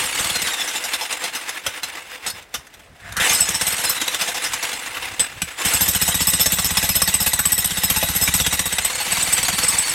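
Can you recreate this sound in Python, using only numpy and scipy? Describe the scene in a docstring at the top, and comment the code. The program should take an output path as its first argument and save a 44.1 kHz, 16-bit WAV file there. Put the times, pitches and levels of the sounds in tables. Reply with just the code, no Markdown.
"""A narrow trench, where an electric demolition hammer chisels concrete rubble close to a small microphone.
The motor hammers, coasts down with loose knocks, starts again, slows once more, then hammers to the end.
Whirr, hiss and growl are shaped noise; the whine is noise in a narrow band that follows the speed, and the
gear teeth sing as sines. Each blow cracks as a noise burst, kicks the resonances of the steel chisel and
thumps the ground with decaying sines; sparse echoes from the trench walls throw the steel back."""
import sys
import numpy as np
from scipy import signal
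from scipy.io import wavfile
from scipy.ndimage import uniform_filter1d

SR = 44100
rng = np.random.default_rng(int(sys.argv[2]) if len(sys.argv) > 2 else 0)


def materialize(psi):
    """Save the field psi as 16-bit PCM at rate SR to the path in sys.argv[1].

    A 1-D psi becomes a single channel; in a 2-D psi each row is a channel.
    """
    bounded = np.clip(np.atleast_2d(psi).T, -1, 1)
    quanta = np.round(bounded * 32767).astype(np.int16)
    wavfile.write(sys.argv[1], SR, quanta)


N = 438354

# Levels in the tables are relative; each layer is trimmed where it is mixed.

# Hammer blows. Each row: start in seconds, crack in dB, chatter length in seconds, chisel ring in dB.
BLOWS = [(.036,-29,0.02,-32),(.144,-31,.034,-47),(.191,-21,0.032,-29),(.244,-21,0.014,-39),(.299,-18,0.012,-39),(.353,-19.5,0.018,-39),
         (.4184,-19,0.011,-31),(.47,-19,0.028,-51),(.534,-23.5,0.015,-55),(.596,-26.5,.034,-47),(.676,-25,0.024,-49),(.756,-22.5,0.026,-55),
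         (.839,-22,0.025,-49),(.935,-17.5,.016,-44),(1.0096,-24,0.029,-46),(1.126,-21.5,.012,-50),(1.238,-20.5,0.023,-52),(1.349,-22,0.016,-55),
         (1.4916,-21,0.0076,-58),(1.664,-15.5,0.012,-55),(1.8323,-21.5,0.016,-56),(2.263,-22,0.028,-31.5),(2.3,-27.5,0.011,-55),(2.424,-44,.011,-80),
         (2.541,-20,0.019,-60),(2.668,-43,.011,-78),(2.739,-39,.0098,-66),(2.794,-46,.012,-78),(3.123,-28.5,0.006,-72),(3.167,-20,0.016,-59),
         (3.199,-18,0.097,-45),(3.295,-17,0.051,-29),(3.332,-27,.034,-19),(3.404,-22.5,0.029,-19.5),(3.4884,-17,0.0074,-25.5),(3.544,-21.5,0.022,-28),
         (3.6113,-15,0.014,-26),(3.667,-19.5,0.022,-24.5),(3.722,-24,0.013,-28.5),(3.78,-25,0.028,-33),(3.8385,-20.5,.02,-28),(3.893,-23,0.015,-23),
         (3.9524,-30,0.019,-39),(4.014,-16.5,.011,-49),(4.0792,-15,0.0066,-49),(4.145,-15.5,0.0092,-49),(4.211,-16.5,0.018,-47),(4.275,-21,0.03,-46),
         (4.344,-25,0.042,-46),(4.443,-23.5,0.025,-46),(4.5343,-17,.012,-51),(4.6276,-21,0.014,-56),(4.729,-23.5,0.015,-44),(5.1953,-17.5,.018,-20),
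         (5.3248,-47,.017,-72),(5.4184,-17,0.0087,-29),(5.6486,-20,.05,-21),(5.736,-19,0.025,-19.5),(5.8077,-21,0.022,-21.5),(5.8796,-20,0.024,-22),
         (5.9483,-18,0.014,-22.5),(6.0147,-18,.019,-23),(6.078,-16.5,0.013,-26),(6.1434,-17,0.012,-25),(6.2045,-18,0.025,-26),(6.2707,-19.5,.028,-19.5),
         (6.334,-15,.011,-23),(6.3959,-17.5,.032,-22.5),(6.4584,-13.5,.012,-25),(6.52,-18.5,0.021,-25),(6.585,-15.5,0.016,-24),(6.644,-19.5,0.026,-26),
         (6.706,-19.5,0.015,-30),(6.77,-12,0.014,-24),(6.8273,-17.5,0.033,-28),(6.8904,-15.5,0.012,-23.5),(6.953,-18,0.021,-20.5),(7.0174,-14.5,0.0096,-22),
         (7.075,-18,0.026,-26),(7.1397,-17.5,0.015,-23.5),(7.2013,-22,0.036,-27),(7.2624,-16,0.023,-24),(7.3327,-14,0.0097,-26),(7.3896,-17.5,0.014,-22.5),
         (7.4537,-16.5,.012,-21),(7.5197,-20,0.015,-20.5),(7.579,-21,0.017,-18),(7.644,-17.5,.012,-26),(7.707,-23,0.019,-31.5),(7.7706,-22,.017,-27),
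         (7.8346,-16.5,.014,-25),(7.8995,-15.5,.013,-24.5),(7.961,-18,.021,-23),(8.0266,-17,.012,-26),(8.087,-20.5,0.013,-29),(8.151,-24,.024,-27.5),
         (8.213,-21.5,.032,-22),(8.276,-15,0.015,-35),(8.339,-17.5,0.024,-21.5),(8.3995,-17,0.016,-27),(8.4636,-13,0.0097,-29),(8.5256,-17,0.02,-26),
         (8.592,-15,0.01,-22.5),(8.6566,-20.5,.016,-21),(8.724,-20,.014,-31),(8.7838,-13.5,.01,-24),(8.847,-20,.016,-18.5),(8.898,-23.5,.021,-43),
         (8.947,-31,.038,-42),(9,-25,0.022,-29),(9.064,-23,0.023,-47),(9.1186,-18,0.013,-23),(9.17,-19.5,.016,-28),(9.2216,-24,0.019,-23),
         (9.2726,-21,0.018,-32),(9.325,-21.5,0.019,-19),(9.3791,-18.5,0.013,-29),(9.429,-16.5,0.01,-26),(9.4825,-14,0.012,-44),(9.5285,-20.5,0.016,-32),
         (9.5835,-15.5,.011,-28),(9.633,-19,0.022,-25),(9.681,-23.5,0.028,-20.5),(9.7326,-20.5,0.013,-32),(9.783,-23,0.026,-20),(9.853,-39,0.036,-30),
         (9.8939,-31,0.019,-27)]
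# Steady whirr of the gears. Each row: time in seconds, level in dB.
WHIRR_LEVEL = [(0,-24.5),(.4,-25.5),(.87,-28.5),(1.3,-38.5),(2.05,-40),(2.47,-53),(2.8,-48),(2.92,-58),(3.05,-43),(3.155,-40),(3.248,-21),
               (3.5,-29.5),(3.86,-25.5),(4.32,-29.5),(4.7,-30),(5.3,-35.5),(5.557,-42),(5.59,-24.5),(5.69,-23),(5.9,-29),(7.5,-33),
               (8.23,-28.5),(8.7,-32.5),(9.08,-26),(9.94,-26.5)]
# Motor speed. Each row: time in seconds, rotor whine in Hz, whine over the whirr in dB, air hiss over it in dB.
SPEED = [(0,4120,-11,-0.5),(.2,4580,-11,0),(.3,4350,-2,0),(.55,3630,0,-1.5),(1,2480,-14,-2.5),(2.4,600,-14,-10.5),(3.1,700,-2,-5.5),
         (3.4,2870,-24,7),(3.55,3760,-23,3),(3.8,4300,-8,3.5),(4,3860,0.5,0.5),(4.25,3400,-11,-.5),(5.5,774,-33,-8),(5.73,2800,-27,4),
         (5.95,3810,-4.5,7.5),(8.75,3787,-2,5.5),(8.95,4350,-4,1),(9.2,4545,-6.5,4),(9.94,4450,-2,3.5)]
# Swells of the whirr at strokes of the unloaded piston while coasting. 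Each row: time in seconds, level in dB.
STROKES = [(.94,-25),(1.05,-28),(1.125,-24.5),(1.17,-30),(1.235,-26.5),(1.28,-27),(1.36,-26.5),(1.419,-29),(1.496,-28),(1.569,-30),
           (1.675,-30),(1.761,-29.5),(1.875,-31),(1.97,-30),(2.135,-32.5),(2.261,-31),(2.375,-34),(2.574,-39.5),(2.645,-53),
           (4.375,-28),(4.44,-23.5),(4.53,-34),(4.645,-24.5),(4.725,-32),(4.78,-46),(4.87,-29),(4.96,-30),(5.055,-26.5),(5.15,-39),
           (5.235,-29),(5.505,-31.5)]
# Motor powered. Each row: from and to in seconds.
POWER_ON = [(0, 0.58), (3.3, 3.67), (5.66, 9.94)]
# Spectrum of the gear whirr. Each row: frequency in Hz, density in dB per Hz.
WHIRR_SPECTRUM = [(40, -40), (130, -36), (250, -19), (330, -8.5), (420, -30.5), (600, -15), (830, -10),
                  (1500, -7), (2000, -4.5), (3000, -9.5), (4700, -18.5), (9000, -27)]
# Spectrum of the air hiss. Each row: frequency in Hz, density in dB per Hz.
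HISS_SPECTRUM = [(2500, 6.5), (4000, 5.5), (5000, -0.5), (8000, 10.5), (11800, 0.5), (13800, -8),
                 (16000, -37)]
# Resonances of the cast body. Each row: frequency in Hz, width in Hz, level in dB.
HOUSING_MODES = [(507, 24, -18.5), (836, 310, -12.5), (1670, 160, -14), (2030, 160, -13), (2676, 240, -9.5),
                 (3490, 160, -13), (4986, 49, -17)]
# Low lumpy rumble, perhaps wind on the microphone. Each row: time in seconds, level in dB.
RUMBLE_LEVEL = [(0, -50), (.45, -54), (.6, -75), (1.6, -73), (1.68, -42), (1.76, -69), (2.22, -64),
                (2.3, -50), (2.42, -54), (2.5, -64), (2.9, -55), (3.03, -60), (3.07, -41.5), (3.3, -56),
                (3.9, -52), (4.1, -57), (4.5, -52), (5.1, -54), (5.7, -52)]
# Rumble band: lower and upper edge in Hz.
RUMBLE_BAND_HZ = [30, 131]
# Spectrum of the yard background. Each row: frequency in Hz, density in dB per Hz.
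YARD_SPECTRUM = [(24, -34), (40, -13), (87, -28), (312, -23), (680, -21), (790, -23), (2260, -31),
                 (5050, -40), (16000, -49)]
# Gear tooth song: level of each harmonic in dB, from the fundamental up.
TOOTH_HARMONICS_DB = [0, -3, -6]
# Spectrum of the crack. Each row: frequency in Hz, density in dB per Hz.
CRACK_SPECTRUM = [(200, 0), (500, -22), (620, -2), (900, -1), (2800, -0.5), (3700, 2.5), (4700, -5),
                  (5800, 1), (8000, -4), (13000, -7), (16000, -34)]
# Chisel modes: nominal frequencies in Hz.
CHISEL_HZ = [5157, 5343, 6160, 8040, 8085, 8240, 11475, 11725, 13203, 13925, 14209, 15166, 15358]
# The same modes in the same order. Each row: level in dB, t60 in seconds.
CHISEL_MODES = [(3.5, 0.16), (4.5, 0.094), (-11, 0.053), (5.5, 0.066), (1.5, 0.029), (2, 0.081),
                (2.5, 0.073), (1.5, 0.12), (-9, 0.091), (-16, .07), (-3, 0.12), (-13.5, 0.15), (-9, 0.11)]
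# Borders in Hz between the low, middle and high chisel modes.
GROUP_BORDERS_HZ = [7000, 10000]
# How the tip sits in the concrete. Each row: time in seconds, ground thump in dB,
# low modes over the ring in dB, high modes over the ring in dB.
BITE = [(0,-31,-19,-16),(.42,-39,-16,-11),(.5,-64,6,-9),(1.5,-59,9,-18),(2.26,-45,-0.5,-14),(2.55,-55,9,-9),(3.15,-32.5,-7,-15),
        (3.5,-32,-13,-9),(3.95,-39.5,-7.5,-5),(4.02,-55,6,1),(4.7,-46,2,-10),(5.4,-30.5,-23,-17),(5.7,-25.5,-20,-9),(5.9,-24,-13,2),(6.4,-26,-7.5,-3.5),(6.9,-25,-9,-0.5),
        (7.55,-29,-16,-4),(8.3,-22,-12,-0.5),(8.45,-24,-18,-7),(8.84,-35,-29,-11),(8.93,-54,-10,-14),(9.119,-32.5,-23,-12),(9.94,-32,-14,-18)]
# Chance spread from blow to blow: low modes in dB, high modes in dB.
SPLIT_DB = [2.5, 2.5]
# Ground modes. Each row: nominal frequency in Hz, level in dB, t60 in seconds, rise in seconds.
GROUND_MODES = [(67, -1, 0.18, 0.021), (177, 3, 0.096, 0.0037), (266, -2, 0.075, 0.0032),
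                (490, 2.5, 0.017, 0.0023)]
# Rough growl as the motor starts again. Each row: time in seconds, band centre in Hz, level in dB.
GROWL = [(2.96, 1780, -61), (3.06, 1710, -40), (3.158, 1480, -41), (3.168, 1410, -24.5), (3.26, 1860, -20),
         (3.38, 2300, -51)]

WHINE_WIDTH_HZ = 30
STROKE_CYCLES, STROKE_MAX_S = 41.8, 0.03  # half length of a swell in whine cycles, and its limit
REST_DB, REST_AT_S, REST_S = -1, .036, 0.011  # the whirr sinks after each blow before the piston loads again
YARD_DB = -52.5
TOOTH_RATIO = .533  # nominal tooth pitch over the whine
SONG_DB, SONG_FADE_DB_PER_S = -29, 45  # tooth song under power, and its fading while coasting
LOOSE_DB, LOOSE_S = 2.5, 0.016  # low and high modes gain this much per doubling of the chatter over this length
LIGHT_DB, LIGHT_SLOPE = -21, 1  # blows with a crack under this level thump less, dB per dB
EDGE_HZ = 16100


def gain_of(db):
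    """Amplitude factor of a level in dB."""
    return 10 ** (np.asarray(db) / 20)


def evened(x):
    """Scales to rms 1."""
    return x / np.sqrt(np.mean(x ** 2) + 1e-20)


def curve(rows):
    """Columns of a table interpolated at every sample; the first column is time."""
    s, *columns = np.transpose(rows)
    return [np.interp(np.arange(N) / SR, s, c) for c in columns]


def add(mix, s, sound):
    """Adds a sound in place, s seconds into the mix."""
    part = mix[round(s * SR):][:len(sound)]
    part += sound[:len(part)]


def noise(spectrum, patchy_db):
    """Random short-time spectra with drifting patches, rms 1."""
    hz = np.fft.rfftfreq(1024, 1 / SR)
    real, imag, patches = rng.standard_normal((N // 256 + 5, 513, 3)).T
    patches = uniform_filter1d(patches, size=8, axis=0)
    patches = evened(uniform_filter1d(patches, size=4, axis=1))
    point_hz, point_db = np.transpose(spectrum)
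    shape_db = np.interp(np.log(hz + 1), np.log(point_hz), point_db, left=-60)[:, None]
    bins = (real + 1j * imag) * gain_of(shape_db + patchy_db * patches)
    return evened(signal.istft(bins, nperseg=1024, noverlap=768)[1][:N])


def resonate(x, hz, width_hz):
    """One moving resonance: shifts the curve hz down to zero, smooths, and shifts back."""
    turn = np.exp(2j * np.pi * np.cumsum(hz) / SR)
    pole = np.exp(-np.pi * width_hz / SR)
    return 2 * (turn * signal.lfilter([1 - pole], [1, -pole], x / turn)).real


def flutter(size, depth_db):
    """Quick random level changes of loose parts; size in samples."""
    drift = uniform_filter1d(rng.standard_normal(N), size)
    return gain_of(depth_db * evened(uniform_filter1d(drift, size)))


def housing():
    """Broad shaking heard through the resonances of the cast body."""
    shake = rng.standard_normal(N)
    return sum(gain_of(db) * evened(resonate(shake, np.full(N, hz), width_hz))
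               for hz, width_hz, db in HOUSING_MODES)


def whirr_level(hz):
    """Gain of the steady whirr with a swell for each coasting stroke, longer as the speed falls."""
    t = np.arange(N) / SR
    power = gain_of(curve(WHIRR_LEVEL)[0]) ** 2
    for s, db in STROKES:
        near = slice(round((s - .15) * SR), round((s + .15) * SR))
        half_s = min(STROKE_CYCLES / hz[round(s * SR)], STROKE_MAX_S)
        power[near] += gain_of(2 * db) * np.exp(-((t[near] - s) / half_s) ** 2)
    return np.sqrt(power)


def rests():
    """Gain of the whirr between blows: a brief dip before the piston loads again."""
    t, db = np.arange(3000) / SR, np.zeros(N)
    for s, *_ in BLOWS:
        add(db, s, REST_DB * np.exp(-((t - REST_AT_S) / REST_S) ** 2))
    return gain_of(db)


def motor():
    """Gears whirr in the housing, air hisses, and the rotor whines at its speed."""
    hz, whine_db, hiss_db = curve(SPEED)
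    whine = evened(resonate(rng.standard_normal(N), hz, WHINE_WIDTH_HZ))
    whine = whine * flutter(size=900, depth_db=3.0)  # broken by backlash
    whirr = noise(WHIRR_SPECTRUM, patchy_db=2.05) + housing()
    hiss = noise(HISS_SPECTRUM, patchy_db=5.3)
    running = whirr + gain_of(whine_db - 3) * whine + gain_of(hiss_db) * hiss
    level = gain_of(-3.0) * whirr_level(hz) * rests()
    return flutter(size=300, depth_db=2.02) * level * running


def rumble():
    """Lumpy low noise that comes and goes."""
    band = signal.butter(2, RUMBLE_BAND_HZ, "band", fs=SR, output="sos")
    low = evened(signal.sosfilt(band, rng.standard_normal(N)))
    return gain_of(curve(RUMBLE_LEVEL)[0]) * flutter(size=1500, depth_db=6.5) * low


def yard():
    """Faint steady background noise."""
    return gain_of(YARD_DB) * noise(YARD_SPECTRUM, patchy_db=1.4)


def coasting():
    """Seconds since the power was last on."""
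    at = np.arange(N)
    on = sum((at >= a * SR) & (at <= b * SR) for a, b in POWER_ON) > 0
    return (at - np.maximum.accumulate(at * on)) / SR


def gear_teeth():
    """The piston squeezes its air cushion before each blow: the teeth sing and the speed sags."""
    t, load, sag = np.arange(2000) / SR, np.zeros(N), np.zeros(N)
    for s, *_ in BLOWS:
        add(load, s - .024, np.exp(-((t - .016) / 0.0096) ** 2))
        add(sag, s - .024, t / 0.022 * (t < .032))
    tooth_hz = TOOTH_RATIO * curve(SPEED)[0] * (1.02 - 0.082 * sag)
    turns = np.cumsum(tooth_hz) / SR
    teeth = np.zeros(N)
    for k, db in enumerate(TOOTH_HARMONICS_DB, start=1):
        teeth += gain_of(db) * flutter(size=200, depth_db=2.5) * np.sin(2 * np.pi * k * turns)
    return gain_of(SONG_DB - SONG_FADE_DB_PER_S * coasting()) * load * teeth


def cracks():
    """A sharp strike, a chatter of bounces while the chisel is loose, then grit settling."""
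    t, strength = np.arange(5000) / SR, np.zeros(N)
    onset = 1 - np.exp(-t / 0.00027)
    strike = 0.36 * np.exp(-t / 0.0031)
    grit = 0.21 * np.exp(-t / 0.016)
    for s, crack_db, chatter_s, _ in BLOWS:
        chatter = 1 / (1 + (t / max(chatter_s, .002)) ** 5)
        add(strength, s, gain_of(crack_db - 3.5) * onset * (strike + chatter + grit))
    rubble = noise(CRACK_SPECTRUM, patchy_db=5.26) + gain_of(-3.5) * housing()
    return strength * flutter(size=60, depth_db=0.5) * rubble


def bite():
    """Thump and mode balance in dB at the moment of each blow."""
    s, *columns = np.transpose(BITE)
    return [np.interp(np.array(BLOWS)[:, 0], s, c) for c in columns]


def chisel():
    """Steel modes ring; each bounce during the chatter kicks every mode by a new amount."""
    blows, modes = np.array(BLOWS), len(CHISEL_MODES)
    start_s, chatter_s, ring_db = blows[:, :1], blows[:, 2:3], blows[:, 3]
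    when = rng.random((len(blows), modes, 4))  # four kicks per blow and mode
    size = rng.standard_normal((len(blows), modes, 4))
    grip = rng.standard_normal((len(blows), modes))
    latest = np.searchsorted(blows[:, 0], np.arange(N) / SR).clip(1) - 1  # blow in force at each sample
    _, low_db, high_db = bite()
    split_db = SPLIT_DB * rng.standard_normal((len(blows), 2))
    split_db = split_db + LOOSE_DB * np.log2(chatter_s / LOOSE_S)
    groups_db = ring_db + np.array([low_db + split_db[:, 0], 0 * low_db, high_db + split_db[:, 1]])
    out = np.zeros(N)
    for k, (hz, (db, t60_s)) in enumerate(zip(CHISEL_HZ, CHISEL_MODES)):
        level = gain_of(db + groups_db[np.searchsorted(GROUP_BORDERS_HZ, hz)])
        kick_s = start_s + .8 * chatter_s * when[:, k] ** 2
        kicks = np.zeros(N + SR)
        kicks[(kick_s * SR).astype(int)] = level[:, None] * gain_of(2 * size[:, k])
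        detuned_hz = hz + 30.0 * grip[latest, k]  # the bite of the tip shifts the pitch a little
        width_hz = np.log(1000) / np.pi / t60_s
        out += resonate(kicks[:N], detuned_hz, width_hz) * SR / (2 * np.pi * width_hz)
    return gain_of(-1.5) * out * flutter(size=150, depth_db=3.0)  # the rubble damps the tip unevenly


def ring(t, hz, db, t60_s):
    """Decaying sine."""
    return gain_of(db - 60 * t / t60_s) * np.sin(2 * np.pi * hz * t)


def thumps():
    """The slab rings low; a deep dip of air pressure follows the blow."""
    t, out = np.arange(5000) / SR, np.zeros(N)
    crack_db = np.array(BLOWS)[:, 1]
    thump_db = bite()[0] + LIGHT_SLOPE * np.minimum(crack_db - LIGHT_DB, 0)
    chance = rng.standard_normal((len(BLOWS), 3))
    for (s, *_), db, (pitch, force, delay) in zip(BLOWS, thump_db, chance):
        detune = 1 + .025 * pitch
        slab = sum(ring(t, hz * detune, mode_db + 1.05 * force, t60_s) * (1 - np.exp(-t / rise_s))
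                   for hz, mode_db, t60_s, rise_s in GROUND_MODES)
        u = (t - .0142 - 0.00043 * delay) / 0.0018
        dip = 1.74 * (1 - 0.42 * u ** 2) * np.exp(-u ** 2 / 2)
        add(out, s, gain_of(db + 2.5) * (slab - dip))
    return out


def trench(x, t60_s):
    """Sparse echoes of random sign between the close walls."""
    slots = np.arange(130, SR // 4, 20)
    at = slots + rng.integers(0, 20, len(slots))
    taps = np.zeros(SR // 4 + 20)
    taps[at] = rng.choice([-1., 1.], len(slots)) * gain_of(-60 * slots / SR / t60_s)
    return signal.oaconvolve(x, taps / np.linalg.norm(taps))[:N]


def growl():
    """Straining noise in a sliding band as the motor starts again."""
    hz, db = curve(GROWL)
    band = resonate(rng.standard_normal(N), hz, width_hz=800.0)
    return gain_of(db) * evened(resonate(band, hz, width_hz=800.0))


def scene():
    """Steel with its echoes, the machine and ground, and the background."""
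    machine = motor() + rumble() + gear_teeth() + thumps() + growl()
    steel = cracks() + chisel()
    echoes = gain_of(-9.0) * trench(steel, t60_s=0.15)
    return (steel + echoes + machine + yard())[None]


def record(dry):
    """The small microphone drops the deepest bass, its preamp rounds off the loudest blows; then the band limit."""
    thin = signal.sosfilt(signal.butter(2, 45.0, "high", fs=SR, output="sos"), dry)
    soft = .62 * np.tanh(thin / .62)
    band_limit = signal.firwin(511, EDGE_HZ, window=("kaiser", 9), fs=SR)
    return signal.oaconvolve(soft, band_limit[None], "same")


dry = scene()
out = record(dry)
materialize(out)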